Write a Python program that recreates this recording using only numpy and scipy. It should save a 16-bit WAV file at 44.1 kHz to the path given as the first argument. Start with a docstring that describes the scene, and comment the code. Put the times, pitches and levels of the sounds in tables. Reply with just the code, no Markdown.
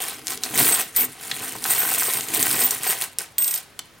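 """A wooden table in a small room, close up: small silver coins slide out of a plastic bag.
The heap spills in surges of tiny clicks and choked rings and thrums the table's modes.
The creased bag snaps as it is pulled. Short pitched knocks and hard coin clinks stand out.
A few coins ring freely in two plate modes. The last one bounces down the pile. Quiet hiss throughout."""
import sys
import numpy as np
from scipy import signal
from scipy.fft import rfft, irfft, next_fast_len
from scipy.io import wavfile
from scipy.ndimage import map_coordinates

SR = 44100
rng = np.random.default_rng(int(sys.argv[2]) if len(sys.argv) > 2 else 0)


def to_wav(s):
    """Save 16-bit WAV."""
    ch = np.atleast_2d(s).T  # columns
    pcm = np.round(np.clip(ch, -1, 1) * 32767)  # PCM
    wavfile.write(sys.argv[1], SR, pcm.astype(np.int16))


N = 176400

# Surges of the spill. Each row: time in seconds, level in dB.
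SPILL_LEVEL = [(0, -30.5), (0.13, -36.5), (0.16, -41), (0.24, -49.5), (0.31, -30.5), (0.4, -51),
               (0.445, -31), (0.49, -40), (0.56, -29.5), (0.59, -22), (0.81, -27), (0.85, -39.5),
               (0.94, -48.5), (0.97, -27.5), (1.045, -30.5), (1.07, -46), (1.16, -48), (1.24, -39),
               (1.48, -33.5), (1.6, -40.5), (1.65, -33), (1.715, -24.5), (1.92, -28), (2.16, -26.5),
               (2.23, -36), (2.32, -33), (2.35, -25), (2.48, -28), (2.62, -24), (2.79, -38), (2.85, -28),
               (2.9, -24), (2.99, -37.5), (3.035, -25.5), (3.07, -50), (3.14, -63)]
# Dull clatter against the bright clicks. Each row: time in seconds, offset in dB.
CLATTER_OFFSET = [(0,-0.5),(.98,-4.5),(1.2,-1),(1.75,-5.5),(3.1,-3)]
# Thrum of the table. Each row: time in seconds, level in dB.
THRUM_LEVEL = [(0,-50),(.5,-44),(.6,-30.5),(.92,-55.5),(1.02,-36),(1.13,-59),(1.35,-45.5),(2.26,-43),(2.37,-36.5),(2.6,-39),(3.25,-69)]
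# Table top modes. Each row: frequency in Hz, level in dB, T60 in seconds.
TABLE_MODES = [(126.4,-1.5,0.068),(203,-6.5,0.04),(259.5,7,0.15),(308,2.5,0.14),(451,1.5,0.039)]
# Spectra of coin contacts and hiss. Each row: frequency in Hz, gain in dB.
BRIGHT_SPECTRUM = [(300,-56.5),(2000,-1),(5000,-9.5),(9500,4.5),(15500,-8)]
SIZZLE_SPECTRUM = [(4000,-24),(10500,-3),(15500,3.5)]
CLATTER_SPECTRUM = [(150,-23.5),(420,-4),(800,-0.5),(2600,-2),(6000,-7),(12000,-17)]
CLINK_SPECTRUM = [(200,-64),(2000,-5.5),(10500,5.5),(16000,-11)]
HISS_SPECTRUM = [(25,-14),(110,-2.5),(250,-8.5),(1900,-12),(16000,-29)]
# Bag snaps; short pitched knocks and clacks. Each row: start in seconds, peak in dB, resonance in Hz.
BAG_SNAPS = [(.270,-4.5,6540),(.2815,-8,6500),(.3205,-11.5,6950),(.3755,-12,5040),(.4357,-2.5,6600),(3.7916,-11,2880)]
PITCHED_KNOCKS = [(.4357,-18,4050),(1.3135,-11.5,3580),(1.314,-17,1820),(1.553,-22.5,490),(1.653,-16,1300),(1.819,-16.5,1600),(1.851,-15.5,1320),(1.919,-14,1080),(2.022,-14,1320),(2.083,-18,710),(3.1856,-21,4030),(3.792,-28.5,700)]
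# Hard coin hits; rim touches of the last coin. Each row: start in seconds, pre-filter level in dB.
HARD_HITS = [(.577,-7),(.963,-11),(1.641,-12.5),(1.709,-14.5),(2.033,-13.5),(2.136,-12),(2.2086,-14),(2.286,-15.5),(2.339,-12),(2.428,-6),(2.513,-7.5),(2.591,-14),(2.7083,-4),(2.834,-14.5),(3.0216,-10),(3.1858,-7),(3.3827,-8.5)]
RIM_TOUCHES = [(3.4215,-25.5),(3.4422,-19),(3.478,-18),(3.5092,-20),(3.539,-18.5),(3.559,-22.5),(3.575,-24.5)]
# Coins free to ring. Each row: start in seconds, high mode in Hz, high mode level in dB,
# low mode level in dB, time until choked in seconds.
FREE_RINGS = [(.722,14055,-24,-14,.025),(.963,14116,-14,-29,.088),(1.785,14405,-21,-32,.1),(2.638,14290,-15,-28,.028),(3.3826,14462,-14.5,-22,.204)]
# Room decay. Each row: frequency in Hz, T60 in seconds.
ROOM_DECAY = [(150,0.14),(4000,0.35),(15000,0.088)]

CLICK_T60_S, RATTLE_T60_S, RATTLE_DB = 0.003, 0.022, -11
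TOP_HZ = 15850


def amp(db):
    """dB to gain."""
    return 10 ** (np.asarray(db) / 20)


def unit_rms(x):
    """Scale to RMS 1."""
    return x / np.sqrt(np.mean(x ** 2) + 1e-20)


def at_hz(points, hz):
    """Interpolate (Hz, value) rows on a log axis."""
    point_hz, values = np.transpose(points)
    return np.interp(np.log(hz + 1), np.log(point_hz + 1), values)


def curve(rows):
    """Interpolate (seconds, value) rows per sample."""
    return np.interp(np.arange(N) / SR, *np.transpose(rows))


def decay(t, t60_s):
    """Exponential decay."""
    return np.exp(-np.log(1000) * t / t60_s)


def coloured(x, spectrum, size=4096):
    """Minimum-phase filter with the given spectrum."""
    gain = amp(at_hz(spectrum, np.fft.rfftfreq(size, 1 / SR)))
    cepstrum = irfft(np.log(gain))
    cepstrum[1:size // 2] *= 2
    cepstrum[size // 2 + 1:] = 0
    impulse = irfft(np.exp(rfft(cepstrum)))
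    return signal.fftconvolve(x, impulse[None], axes=1)[:, :N]


def add(out, start_s, x, pan_spread=0.033):
    """Mix in a mono sound, panned at random near centre."""
    i = max(0, round(start_s * SR))
    gains = 1 + np.array([[1], [-1]]) * pan_spread * rng.standard_normal()
    out[:, i:i + len(x)] += gains * x[:max(0, N - i)]


def click(t60_s=CLICK_T60_S, rattle_db=RATTLE_DB):
    """A sharp noise crack with a weak, longer rattle."""
    t = np.arange(SR // 20) / SR
    envelope = decay(t, t60_s) + amp(rattle_db) * decay(t, RATTLE_T60_S)
    return unit_rms(envelope * rng.standard_normal(len(t))) * np.sqrt(np.mean(envelope ** 2))


def contact(spectrum, tick_db=-3, tick_t60_s=0.009):
    """Two coins touch: a crack and one brief pitch, both within the spectrum."""
    t = np.arange(SR // 20) / SR
    hz = np.geomspace(spectrum[0][0], TOP_HZ, num=500)
    summed_power = np.cumsum(hz * amp(at_hz(spectrum, hz)) ** 2)
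    tick_hz = np.interp(rng.random(), summed_power / summed_power[-1], hz)
    tick = np.sin(2 * np.pi * tick_hz * t) * decay(t, tick_t60_s)
    crack = coloured(click()[None], spectrum)[0, :len(t)]
    return unit_rms(crack) + amp(tick_db) * unit_rms(tick)


def choked_ring(high_hz=14350, low_hz=8380, low_db=-3, t60_s=0.055):
    """Two plate modes of a random coin, damped by its neighbours."""
    t = np.arange(SR // 6) / SR
    detune, low_draw, high_draw, life = rng.standard_normal(4)
    rad_per_hz = 2 * np.pi * t * (1 + 0.011 * detune)
    high = amp(2 * high_draw) * np.sin(high_hz * rad_per_hz)
    low = amp(low_db + 2 * low_draw) * np.sin(low_hz * rad_per_hz)
    return (high + low) * decay(t, t60_s * np.exp(0.6 * life))


def table_thump():
    """The table's modes, struck at a random place."""
    t = np.arange(SR // 5) / SR
    return sum(rng.standard_normal() * amp(db) * np.cos(2 * np.pi * hz * t) * decay(t, t60_s)
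               for hz, db, t60_s in TABLE_MODES)


def contact_level_db(chatter_s=0.013):
    """The spill plus the chatter after each hard hit and rim touch."""
    t = np.arange(N) / SR
    power = amp(curve(SPILL_LEVEL)) ** 2
    for hits, chatter_db in ((HARD_HITS, -27), (RIM_TOUCHES, -21)):
        for start_s, db in hits:
            age = np.maximum(t - start_s, 0) / chatter_s
            power += amp(db + chatter_db) ** 2 * age * np.exp(1 - age)
    return 10 * np.log10(power)


def tumble_db(rate_hz=70, depth_db=3.1):
    """Coins tumble in small groups: a quick random level swing."""
    return depth_db * map_coordinates(rng.standard_normal(N // 100), [np.arange(N) * rate_hz / SR])


def shower(hits_per_s, sound, level_db, voice_count=200, spread_db=3.5):
    """Random hits of many different coins, following a level curve."""
    out = np.zeros((2, N))
    voices = [sound() for _ in range(voice_count)]
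    voices = [voice / np.linalg.norm(voice) for voice in voices]
    hit_rng = np.random.default_rng(rng.integers(2 ** 31))
    jitter, force, picks = hit_rng.random((int(hits_per_s * N / SR), 3)).T
    starts_s = (np.arange(len(jitter)) + 2 * jitter) / hits_per_s
    sizes = unit_rms(amp(spread_db * np.minimum(-np.log(1 - force), 3)))
    for start_s, size, pick in zip(starts_s, sizes, picks):
        gain = size * np.sqrt(SR / hits_per_s) * amp(level_db[min(int(start_s * SR), N - 1)])
        add(out, start_s, gain * voices[int(pick * voice_count)])
    return out


def expanded_db(db, pivot_db=-27, ratio=1.7):
    """Steepen a level curve: only a fast slide sizzles and rings."""
    return pivot_db + ratio * (db - pivot_db)


def heap():
    """Coins slide over one another, clatter on the wood and thrum the table."""
    flow_db, swing_db = contact_level_db(), tumble_db()
    out = shower(110, choked_ring, expanded_db(curve(SPILL_LEVEL)) - 0.5)
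    out += shower(440, lambda: contact(BRIGHT_SPECTRUM), flow_db + swing_db)
    out += shower(440, lambda: contact(SIZZLE_SPECTRUM), expanded_db(flow_db) + swing_db - 2)
    out += shower(420, lambda: contact(CLATTER_SPECTRUM), flow_db + curve(CLATTER_OFFSET))
    low_cut = signal.butter(1, CLATTER_SPECTRUM[0][0], "high", fs=SR)
    return signal.lfilter(*low_cut, out) + shower(180, table_thump, curve(THRUM_LEVEL))


def room_hiss(level_db=-51.5):
    """Steady noise, mostly common to both channels."""
    noise = rng.standard_normal(N) + 0.66 * rng.standard_normal((2, N))
    return amp(level_db) * unit_rms(coloured(noise, HISS_SPECTRUM))


def taps(rows, t60_s, width_hz, rattle_db):
    """Short cracks, each through one broad resonance."""
    out = np.zeros((2, N))
    for start_s, db, hz in rows:
        tap = signal.lfilter(*signal.iirpeak(hz, hz / width_hz, SR), click(t60_s, rattle_db))
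        add(out, start_s, amp(db) * tap / np.abs(tap).max())
    return out


def bag_snaps():
    """Creased plastic snaps as it is pulled."""
    return taps(BAG_SNAPS, t60_s=0.0005, width_hz=4700, rattle_db=-18)


def knocks():
    """Short pitched knocks and clacks; one rings near 4 kHz at the moment of the loudest bag snap."""
    return taps(PITCHED_KNOCKS, t60_s=0.02, width_hz=480, rattle_db=RATTLE_DB)


def clinks(ring_db=-17):
    """Hard coin hits: a click and a choked ring."""
    clicks, rings = np.zeros((2, 2, N))
    for start_s, db in HARD_HITS:
        add(clicks, start_s, amp(db) * click())
        add(rings, start_s, amp(db + ring_db) * choked_ring())
    return coloured(clicks, CLINK_SPECTRUM) + rings


def free_coins(mode_ratio=0.5815, t60_s=1, choke_s=0.0017, jostle_hz=110, jostle_depth=0.32):
    """A coin in flight or on edge sings, jostled by the others, until it falls flat."""
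    out, t = np.zeros((2, N)), np.arange(SR // 2) / SR
    for start_s, high_hz, high_db, low_db, free_s in FREE_RINGS:
        envelope = decay(t, t60_s) * np.exp(-np.maximum(t - free_s, 0) / choke_s)
        for hz, db in ((high_hz, high_db), (high_hz * mode_ratio, low_db)):
            swell, phase = (jostle_depth * map_coordinates(noise, [t * jostle_hz])
                            for noise in rng.standard_normal((2, len(t))))
            mode = np.exp(swell) * np.sin(2 * np.pi * hz * t + phase)
            add(out, start_s, amp(db) * mode * envelope)
    return out


def wobbling_coin(scrape_s=0.0019):
    """The last coin's milled rim scrapes at each touch: a soft-edged burr."""
    out, t = np.zeros((2, N)), np.arange(SR // 20) / SR
    age = t / scrape_s
    for start_s, db in RIM_TOUCHES:
        add(out, start_s, amp(db) * age * np.exp(1 - age) * rng.standard_normal(len(t)))
    return coloured(out, CLINK_SPECTRUM)


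def room_reverb(x, tail_db=-10.5, walls_db=-8, walls_t60_s=0.018, cutoff_hz=7100):
    """Near surfaces reflect first, then the room dies away."""
    hz, t, spectra = signal.stft(rng.standard_normal((3, SR // 2)), SR, nperseg=256)
    tail = signal.istft(spectra * decay(t, at_hz(ROOM_DECAY, hz)[:, None]), SR, nperseg=256)[1]
    walls = rng.standard_normal(tail.shape) * decay(np.arange(tail.shape[1]) / SR, walls_t60_s)
    impulse = amp(tail_db) * tail / np.linalg.norm(tail[0])
    impulse += amp(walls_db) * walls / np.linalg.norm(walls[0])
    stereo = 0.84 * impulse[2] + 0.66 * impulse[:2]  # common part + left, right
    dulled = signal.lfilter(*signal.butter(1, cutoff_hz, fs=SR), stereo)
    delayed = np.pad(dulled, ((0, 0), (SR // 400, 0)))  # 2.5 ms
    return signal.fftconvolve(x, delayed, axes=1)[:, :N]


def scene():
    """Coins and bag in the room, over its hiss."""
    direct = heap() + clinks() + free_coins() + wobbling_coin() + bag_snaps() + knocks()
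    return direct + room_hiss() + room_reverb(direct)


def record(dry):
    """Soft-clip the hardest peaks; cut everything above TOP_HZ."""
    ceiling = 0.76
    rounded = dry / (1 + (dry / ceiling) ** 6) ** (1 / 6)
    size = next_fast_len(N + SR // 2)
    passband = np.fft.rfftfreq(size, 1 / SR) < TOP_HZ
    return irfft(rfft(rounded, size) * passband, size)[:, :N]


dry = scene()
out = record(dry)
to_wav(out)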